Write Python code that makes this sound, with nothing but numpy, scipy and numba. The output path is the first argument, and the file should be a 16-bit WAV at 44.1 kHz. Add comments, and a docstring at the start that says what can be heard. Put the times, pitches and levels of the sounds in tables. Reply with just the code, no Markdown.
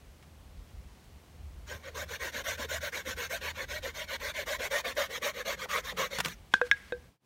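"""Far leaves hiss over wind and a distant engine, with a few light touches as a hand saw is set on a green
stick. Then it cuts, eight strokes a second: the teeth hum at their passing rate and tear fibres, whose impulses
excite the resonances of stick and blade. The last fibres snap, and the cut end drops and bounces on stones,
ringing in its damped modes. At the very end the whole sound dips briefly and partly returns."""
import sys
import numpy as np
from scipy import signal
from scipy.fft import rfft, irfft
from scipy.io import wavfile
from scipy.ndimage import uniform_filter1d
from numba import njit

SR = 44100
rng = np.random.default_rng(int(sys.argv[2]) if len(sys.argv) > 2 else 0)


def wav_record(signal):
    """Record a signal, one row per channel, as 16-bit PCM in the file named by sys.argv[1]."""
    frames = np.transpose(np.atleast_2d(signal))
    bounded = np.clip(frames, -1, 1)
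    # unit amplitude maps onto the largest positive 16-bit level
    quanta = np.round(bounded * 32767).astype(np.int16)
    wavfile.write(sys.argv[1], SR, quanta)


N = 319725
T = np.arange(N) / SR

# Saw strokes: start_s, length_s, level_db, level_rise_db, tooth_hz, tooth_rise_hz, hum_db, hum_rise_db,
# hum_swell_db, body_db, hiss_db. Rises span the stroke; hum, body and hiss are relative to the level.
SAW_STROKES = [(1.662, 0.13, -47, -6, 524.0, -5.0, 0, 6.3, 9, -2.5, -5),
               (1.819, 0.091, -46.5, 10, 529.0, -96.5, -1, 15, -2, -6.5, -10.5),
               (1.936, 0.12, -39.5, 5.5, 559.0, 137.5, 0.5, -3, -10.8, -2.5, -5),
               (2.072, 0.11, -40, 4.5, 521.0, -84.5, -4, 10, 1, -9, -6.5),
               (2.188, 0.13, -37.5, -1.5, 527.0, -13.5, -2, 2, 5.1, -6.5, -7),
               (2.312, 0.12, -37, 9.5, 557.0, -123.0, -5, 2, -5, -12.5, -8.5),
               (2.433, 0.14, -35, -7.5, 580.0, -128.0, -6.5, -1, 4, -10.5, -6),
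               (2.566, 0.104, -37, 4.5, 556.0, -77, -3.5, 7, -3, -9.5, -7.5),
               (2.678, 0.12, -35, 0, 588.0, 45.5, -4.5, 0, 9, -9, -5.5),
               (2.799, 0.11, -35.5, 2, 594.0, -5.5, -5, -9, 7, -12, -8),
               (2.913, 0.12, -37, -3, 505.0, -22, -9.5, -2, 27, -8, -6.5),
               (3.042, 0.11, -36.5, 3.5, 539.0, -37.5, -4.8, 4, -4, -11, -6.1),
               (3.156, 0.13, -35.5, 0.5, 523.0, 103.5, -5, -6, 2, -11, -7),
               (3.288, 0.11, -36.5, -7, 574.0, 140, -6.5, -4, 15.3, -9, -5.5),
               (3.4, 0.13, -37, 4.5, 534.0, 58, -7, -10, 7, -5, -8.5),
               (3.54, 0.12, -38.5, 10, 518.0, -88.5, -6.5, 13, 15, -5.5, -9.5),
               (3.674, 0.13, -37.5, 2, 575.0, 139.5, -2.5, 5, -1.5, -11.6, -7.5),
               (3.815, 0.11, -38, -6, 506.0, -106.0, -7, 3, 18, -9, -8.5),
               (3.933, 0.13, -38, 1, 596.0, 50.5, -7, 8, 3, -8, -8),
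               (4.067, 0.11, -34.5, 13, 555.0, -36.5, -6.5, -3.0, 6, -6.5, -10),
               (4.189, 0.14, -35, 8, 551.0, 31, -7.5, -0.8, 8, -8, -8.5),
               (4.33, 0.12, -34.5, 2, 574.0, -144.0, -6.5, 13, 4, -11.9, -9.9),
               (4.452, 0.13, -34, 0, 594.0, 30.5, -2.5, -1, -1, -6, -6.5),
               (4.579, 0.113, -33, 5.5, 562.0, -14.5, -1.5, -5.7, -4, -7.5, -8.5),
               (4.696, 0.13, -32, -2, 583.0, 144, -2.6, 1, 6, -5, -6.6),
               (4.833, 0.11, -34.5, -4.5, 544.0, -1.5, -0.1, -8, -2, -5.5, -9),
               (4.956, 0.13, -32, -11.5, 583.0, 144.5, -4, -15, 7, -6, -8),
               (5.086, 0.11, -37, 13, 514.0, -0.5, -1.5, -7, -12, -6.5, -6.5),
               (5.209, 0.118, -32.5, -7.5, 535.0, 102.5, -1.4, -5, 0.0, -3.5, -6.5),
               (5.327, 0.11, -38.5, 12, 510.0, -44, -1, 0.1, -8, -10, -9.5),
               (5.442, 0.12, -33, -0.5, 558.0, -32, -2, 4, 4, -4, -8),
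               (5.566, 0.1, -38.5, 15.5, 521.0, -73.5, -3.5, -4.2, -15, -5, -8.5),
               (5.68, 0.14, -32.5, -2, 542.0, -63, -5, 13, 7, -2.5, -7),
               (5.827, 0.11, -37, 6.2, 514.0, -16.5, -9, 11, -23, -7.5, -8.5),
               (5.96, 0.13, -33, -9, 514.0, 63.5, -5, -2, 14, -3, -6.5),
               (6.097, 0.12, -38, -6.5, 536.0, -29, -7.5, -13, 6, -11, -9)]
# The blade drags out of the opened cut: time_s, level_db, hum_db, tooth_hz, body_db, hiss_db
WITHDRAWAL = [(6.19, -30.5, 6.5, 521, -6, -11), (6.225, -53.5, -15, 489, -2.5, -7.5),
              (6.255, -40, 8, 476, 7.5, 0.5), (6.325, -40, -21.5, 417, -22, -7.5),
              (6.352, -70.5, -21, 414, -6.5, 1)]
def strokes():
    """Reciprocating motion: level and tooth rate follow blade speed. Gives the saw's control curves."""
    rows = np.array(SAW_STROKES)
    current = rows[np.clip(np.searchsorted(rows[:, 0], T) - 1, 0, None)].T
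    start, length, db, rise_db, hz, rise_hz, hum_db, hum_rise_db, swell_db, body_db, hiss_db = current
    t = T - start
    along = np.clip(t / length, 0, 1) - .5
    speed = np.cos(np.pi * along) - 2 / np.pi  # half sine, less its mean
    bite = (1 - np.exp(-np.clip(t, 0, None) / 0.006)) ** 4.3
    lift = (1 - np.exp(-np.clip(length - t, 0, None) / 0.0076)) ** 3.07
    arch_db = (8 - .19 * rise_db) * speed  # flatter in strokes that build up
    rubbing = undb(-60) * (T > rows[0, 0])  # remains while the blade turns
    gain = bite * lift * undb(db + rise_db * along + arch_db) + rubbing
    hum_db = hum_db + hum_rise_db * along + swell_db * speed
    tooth_hz = hz * (1 + .03 * speed) + rise_hz * along
    cutting = (gain, hum_db, tooth_hz, body_db, hiss_db + 0.4 * speed)
    sliding = curves(WITHDRAWAL)
    sliding[0] = undb(sliding[0])
    return np.where(T < WITHDRAWAL[0][0], cutting, sliding)


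# Resonances of stick and blade: centre_hz, width_hz, relative_db
STICK_MODES = [(1442, 192, -4), (1870, 218, 0.5), (2191, 220, 1.5), (3130, 674, -5.5), (3710, 660, -4.5),
               (4493, 480, -10)]
BLADE_MODES = [(5530, 1050, -0.5), (6780, 1040, -0.5), (8200, 1830, -8), (9650, 1330, -9.5),
               (11600, 1350, -7.5), (13220, 1600, -7), (15070, 2100, -8)]
# The stick's body note shifts as the cut deepens: time_s, pitch_hz
BODY_PITCH = [(1.7, 1120), (4.5, 1047), (5.6, 1203), (6.3, 1146)]
# The free end rings less as it is cut off from the stick: time_s, relative_db
FREE_END_LEVEL = [(1.7, -4.5), (3.3, -7), (4.3, -16), (6.3, -22.5)]
def saw():
    """Source and filter: fibres torn at the tooth-passing rate drive the stick's and blade's modes."""
    gain, hum_db, tooth_hz, body_db, hiss_db = strokes()
    phase = np.cumsum(tooth_hz * (1 + .09 * walk(120))) / SR
    bite = np.exp(-(phase % 1) / 0.0094)
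    fibres = grit(0.64) * (1 + 0.96 * bite) + 0.053 * unit(bite - bite.mean())
    fibres = 0.77 * fibres * undb(0.34 * walk(120)) + shimmer(fibres, ring_s=0.0073)
    # Uneven teeth: a wavering tone, blurred by fibre noise around the same rate.
    tone = np.sin(2 * np.pi * phase) * undb(4.4 * walk(70))
    blur = unit(band(band(fibres, tooth_hz, 170), tooth_hz, 200))
    hum = undb(hum_db) * unit(tone + 1.6 * blur)
    body_hz = contour(BODY_PITCH)
    body = undb(body_db) * unit(band(band(fibres, body_hz, 670), body_hz, 335))
    free_end = undb(contour(FREE_END_LEVEL)) * unit(band(fibres, hz=1535, width=130))
    stick = resonate(fibres, STICK_MODES, drift=0.0201)
    blade = undb(hiss_db) * resonate(fibres, BLADE_MODES, drift=0.021)
    return gain * (stick + hum + body + free_end + blade)


def resonate(x, modes, drift):
    """Forced resonance: broad modes whose centres wander as the grip and the cut change."""
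    return unit(sum((-1) ** k * undb(db) * band(x, hz * (1 + drift * walk(27)), width)
                    * undb(0.99 * walk(60)) for k, (hz, width, db) in enumerate(modes)))


def shimmer(x, ring_s, hop=1024):
    """High modal density: the thin blade's impulse response is a random tail that changes as it flexes."""
    blocks = np.array([x[i * hop:][:2 * hop] * np.hanning(2 * hop) for i in range(N // hop - 1)])
    tails = rng.standard_normal(blocks.shape) * np.exp(-T[:2 * hop] / ring_s)
    rung = irfft(rfft(blocks, 4 * hop) * rfft(tails, 4 * hop))
    out = np.zeros(N + 4 * hop)
    for i, block in enumerate(rung):
        out[i * hop:][:4 * hop] += block
    return unit(out[:N])


# The stick shakes against the knee: time_s, pitch_hz
SHAKE_PITCH = [(1.65, 229), (5, 248), (5.9, 174.9), (6.35, 175.7)]
# Its running shake and its single jolts: time_s, level_db
SHAKE_LEVEL = [(1.65, -65.5), (3.2, -63.5), (4.4, -61.5), (5.3, -61), (6.35, -56)]
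JOLTS = [(2.346, -41), (2.408, -69), (2.591, -43), (2.95, -59), (3.066, -39), (4.212, -60), (4.593, -53),
         (4.852, -47), (5.222, -48), (5.451, -51), (5.926, -43), (5.984, -36), (6.186, -38), (6.258, -33)]
def shaking(rise_s=0.003, fall_s=0.027):
    """Forced vibration: strokes and jolts drive a dull, low resonance of the stick on the knee."""
    hz = contour(SHAKE_PITCH)
    gain = undb(curves(SHAKE_LEVEL)[0]) * (0.64 + .5 * unit(strokes()[0]))
    for start, db in JOLTS:
        t = np.clip(T - start, 0, None)
        gain += undb(db) * (1 - np.exp(-t / rise_s)) * np.exp(-t / fall_s)
    return gain * unit(band(band(grit(1.8), hz, 67), hz, 84))


# The last fibres break: start_s, level_db, centre_hz, thud_relative_db, rise_s
FIBRE_SNAPS = [(6.184, -23.5, 980, -9.5, 0.003), (6.201, -19, 1270, -43.5, 0.003),
               (6.247, -24.5, 3050, -21.5, 0.0025), (6.258, -22, 1900, -5.5, 0.0014),
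               (6.282, -30.5, 1470, -29.5, 0.0019)]
def snaps():
    """Fracture: each break releases a burst of noise, with a thud of the sagging end."""
    out, t = np.zeros(N), T[:SR // 10]
    for start, db, hz, thud_db, rise_s in FIBRE_SNAPS:
        tear = burst(t, rise_s)
        crack = 3.1 * band(tear, hz, 1200) + 0.33 * band(tear, 3000, 4500)
        thud = 9.0 * undb(thud_db) * band(band(tear, 170, 170), 180, 300)
        out[int(start * SR):][:len(t)] += undb(db) * (crack + thud)
    return out


# The blade catches before a turn, or lightly touches the bark: start_s, level_db, centre_hz
BLADE_CATCHES = [(5.655, -20, 700), (5.924, -22, 603)]
BARK_TOUCHES = [(.226, -38, 1280), (.68, -52, 3000), (1.04, -53, 6500), (1.29, -54, 2500),
                (4.952, -46, 7960)]
def blade_contacts():
    """Transient excitation: a brief contact gives a quickly decaying band of noise."""
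    out, t = np.zeros(N), T[:SR // 10]
    for start, db, hz in BLADE_CATCHES:
        catch = burst(t, rise_s=0.0032)
        out[int(start * SR):][:len(t)] += undb(db) * band(band(catch, hz, 700), hz, 900)
    for start, db, hz in BARK_TOUCHES:
        touch = rng.standard_normal(len(t)) * np.exp(-t / 0.011)
        out[int(start * SR):][:len(t)] += undb(db) * band(touch, hz, 0.91 * hz)
    return out


# Modes of the cut end: pitch_hz, t60_s, onset_share (of the contact time)
OFFCUT_MODES = [(489, 0.14, 0.76), (380, 0.092, 0.94), (1074, 0.0064, 0.2), (1527, 0.023, 0.92),
                (1563, 0.095, 0.93), (1644, 0.09, 0.99), (2120, 0.0077, 0.11), (3420, 0.01, 0),
                (5500, 0.016, .3), (6540, 0.015, 0.63), (220, 0.035, 0.67), (2520, 0.034, .5),
                (3750, 0.037, .5)]
# Landings: start_s, contact_s, crack_db, then level_db of each mode, set by where the piece lands
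LANDINGS = [(6.538, 0.0021, -8.5, -40, -40, 1.5, -5, -14, -16.5, -19, -6.5, -23, -25.5, -22.5, -25, -30.5),
            (6.614, 0.0013, -24, -15.5, -43.5, -3, -10.5, -25, -21, -29.5, -28, -61, -51, -43, -29.5, -41),
            (6.7132, 0.00092, -15.5, -55, -48.5, -38.5, -19, -51, -7.5, 3.5, -9, -18, -26, -49, -21.5, -22.5),
            (6.922, 0.00104, -34, -20.5, -32.5, -25, -35, -27.5, -31, -25, -29, -55, -58.5, -42, -35, -34)]
def bounces(flight_s=.06, smother_t60_s=.05):
    """Impact and free decay: the cut end cracks on stone and rings in the air until leaves damp it."""
    out, t = np.zeros(N), T[:SR // 4]
    smother_db = 60 * np.clip(t - flight_s, 0, None) / smother_t60_s
    for start, contact_s, crack_db, *mode_db in LANDINGS:
        # A sharp crack, then a scatter of grit.
        crack = rng.standard_normal(len(t)) * (np.exp(-t / 0.0015) + 0.1 * np.exp(-t / .025))
        hit = undb(crack_db) * band(band(crack, 2700, 3900), 3000, 4500) * np.clip(t / 0.00037, 0, 1)
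        for (hz, t60_s, onset_share), db in zip(OFFCUT_MODES, mode_db):
            free_s = np.clip(t - onset_share * contact_s, 0, None)
            envelope = undb(db - 60 * free_s / t60_s - smother_db) * np.clip(free_s / 0.00078, 0, 1)
            hit += envelope * np.sin(2 * np.pi * hz * free_s)
        out[int(start * SR):][:len(t)] += hit
    return out


# Dry leaves under the cut end, one list a rustle: time_s, level_db
LEAF_RUSTLES = [
    [(6.5, -81), (6.51, -66), (6.53, -49)],
    [(6.63, -57.5), (6.655, -49.5), (6.668, -43), (6.682, -51.5), (6.7, -55)],
    [(6.765, -51.5), (6.775, -51), (6.793, -55.5), (6.91, -54)],
]
# Sleeves and hands as the saw is set: time_s, level_db
SLEEVE_RUSTLE = [(.6, -77), (.68, -64), (.78, -70), (.9, -66), (1.0, -68), (1.1, -77)]
def rustles():
    """Crackling noise: many tiny, uneven impulses from leaves or cloth merge into a rustle."""
    gain = sum(undb(curves(rows)[0]) for rows in LEAF_RUSTLES + [SLEEVE_RUSTLE])
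    return gain * unit(band(grit(2.2), 1900, 1900))


def trunk_echoes(x, t60_s=0.67, level_db=-31):
    """Scattering: reflections from trunks and ground form an exponentially decaying tail."""
    t = T[:SR]
    tail = band(rng.standard_normal(SR), 2000, 3900) * undb(-60 * t / t60_s) * np.clip(t / 0.014, 0, 1)
    return signal.fftconvolve(x, tail / np.sqrt(np.sum(tail ** 2)))[:N] * undb(level_db)


# Spectrum of the forest hiss: frequency_hz, relative_density_db
FOREST_SPECTRUM = [(71, -32), (120, -6.5), (160, -3), (251, -17), (284, -13), (483, -22.5), (535, -15),
                   (1320, -24.5), (1490, -29.5), (2590, -21.5), (2930, -26.5), (11300, -37.5),
                   (16000, -36.5)]
def far_leaves(level_db=-53.5):
    """Incoherent sum: countless leaves blend into noise whose half-octave bands flicker a little."""
    spectrum_hz, spectrum_db = np.transpose(FOREST_SPECTRUM)
    hiss, swell = 0, walk(0.55)
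    for hz in 130 * 2 ** np.arange(0, 7.1, .5):
        db = np.interp(np.log(hz), np.log(spectrum_hz), spectrum_db) + 0.84 * swell + 0.46 * walk(8)
        hiss += undb(db) * band(rng.standard_normal(N), hz, hz / 3)
    return undb(level_db) * unit(hiss)


# Gusts of wind: time_s, level_db
GUSTS = [(0.0, -70), (0.04, -50), (0.55, -55), (0.59, -42), (0.69, -68), (0.75, -40.5), (0.99, -59),
         (1.16, -45), (1.2, -63), (1.46, -46.5), (2.16, -63), (2.23, -47), (2.29, -60), (2.81, -53),
         (4.6, -51), (6.17, -57), (6.21, -51), (6.33, -55.5), (7.1, -54.5)]
def wind():
    """Turbulence: low-frequency pressure fluctuations rumble in irregular gusts."""
    db = curves(GUSTS)[0] + 5.3 * walk(9)
    return undb(db) * unit(band(band(band(rng.standard_normal(N), 52, 36), 52, 50), 63, 60))


# Drone of the distant engine: time_s, level_db
ENGINE_LEVEL = [(0.0, -56), (0.85, -51), (0.93, -64), (1.14, -47), (1.26, -65), (1.46, -43), (1.52, -65),
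                (1.76, -40), (1.8, -53), (2.1, -40), (2.18, -53), (2.85, -41), (2.89, -58), (3.12, -45.5),
                (3.42, -55), (3.46, -46.5), (4.83, -55.5), (6.66, -57.5), (6.74, -50), (6.88, -59.5),
                (7.1, -50.5)]
def engine(pitch_hz=76.3):
    """Quasi-periodic source: a low tone wavers in pitch and level amid narrow-band noise."""
    phase = np.cumsum(pitch_hz * (1 + 0.0212 * walk(5.5))) / SR
    tone = np.sin(2 * np.pi * phase) * undb(1.5 * walk(8.9))
    rumble = unit(band(band(rng.standard_normal(N), 85, 45), 85, 70))
    return undb(curves(ENGINE_LEVEL)[0]) * unit(tone + 0.43 * rumble)


def undb(db):
    """Decibels to amplitude ratio."""
    return 10 ** (np.asarray(db) / 20)


def unit(x):
    """Normalisation to an rms of 1."""
    return x / np.sqrt(np.mean(x ** 2))


@njit
def svf(x, hz, width):
    """State-variable band-pass with unity gain at its moving centre."""
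    y, band_state, low_state = np.empty(len(x)), 0., 0.
    for i in range(len(x)):
        g, damping = np.tan(np.pi * hz[i] / SR), width / hz[i]
        v = (band_state + g * (x[i] - low_state)) / (1 + g * (g + damping))
        band_state, low_state = 2 * v - band_state, low_state + 2 * g * v
        y[i] = damping * v
    return y


def band(x, hz, width):
    """Second-order resonator with a fixed or moving centre; width in Hz."""
    if np.ndim(hz):
        return svf(x + 1e-18, hz, 1. * width)
    return signal.lfilter(*signal.iirpeak(hz, hz / width, SR), x + 1e-18)


def walk(rate_hz):
    """Random modulation: values held for 1 / rate_hz seconds and smoothed twice."""
    hold = int(SR / rate_hz)
    steps = np.repeat(rng.standard_normal(N // hold + 1), hold)
    return uniform_filter1d(uniform_filter1d(steps, hold), hold)[:N]


def grit(spread_db):
    """Heavy-tailed noise: dense clicks of uneven size."""
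    return unit(rng.standard_normal(N) * undb(spread_db * rng.exponential(size=N)))


def burst(t, rise_s):
    """Noise under a critically damped envelope that peaks at rise_s."""
    return rng.standard_normal(len(t)) * t / rise_s * np.exp(1 - t / rise_s)


def contour(table):
    """Linear interpolation of (time_s, value) rows."""
    return np.interp(T, *np.transpose(table))


def curves(table):
    """Interpolation of each column over time; the first, in dB, forms arcs and falls silent outside."""
    times, db, *others = np.array(sorted(table)).T
    arc_db = 40 * np.log10(np.interp(T, times, undb(db / 2)))
    outside_s = np.clip(np.maximum(times[0] - T, T - times[-1]), 0, 1)
    return [arc_db - 1500 * outside_s] + [np.interp(T, times, column) for column in others]


def scene():
    """Superposition: the near sources and their echoes add to the forest background, in mono."""
    near = saw() + shaking() + snaps() + blade_contacts() + bounces() + rustles()
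    return (near + trunk_echoes(near) + far_leaves() + wind() + engine())[None]


# Overall gain, steady until a deep dip and partial return at the very end: time_s, gain_db
OUTPUT_GAIN = [(7.059, -5.5), (7.12, -13), (7.16, -19.5), (7.19, -39.5), (7.22, -24.5), (7.25, -15.5)]
def record(dry):
    """Attenuation and band limiting: the gain curve, then a steep low-pass on the highest treble."""
    lowpass = signal.ellip(12, .2, 60, 15800, fs=SR, output="sos")
    return signal.sosfilt(lowpass, dry * undb(contour(OUTPUT_GAIN)))


dry = scene()
out = record(dry)
wav_record(out)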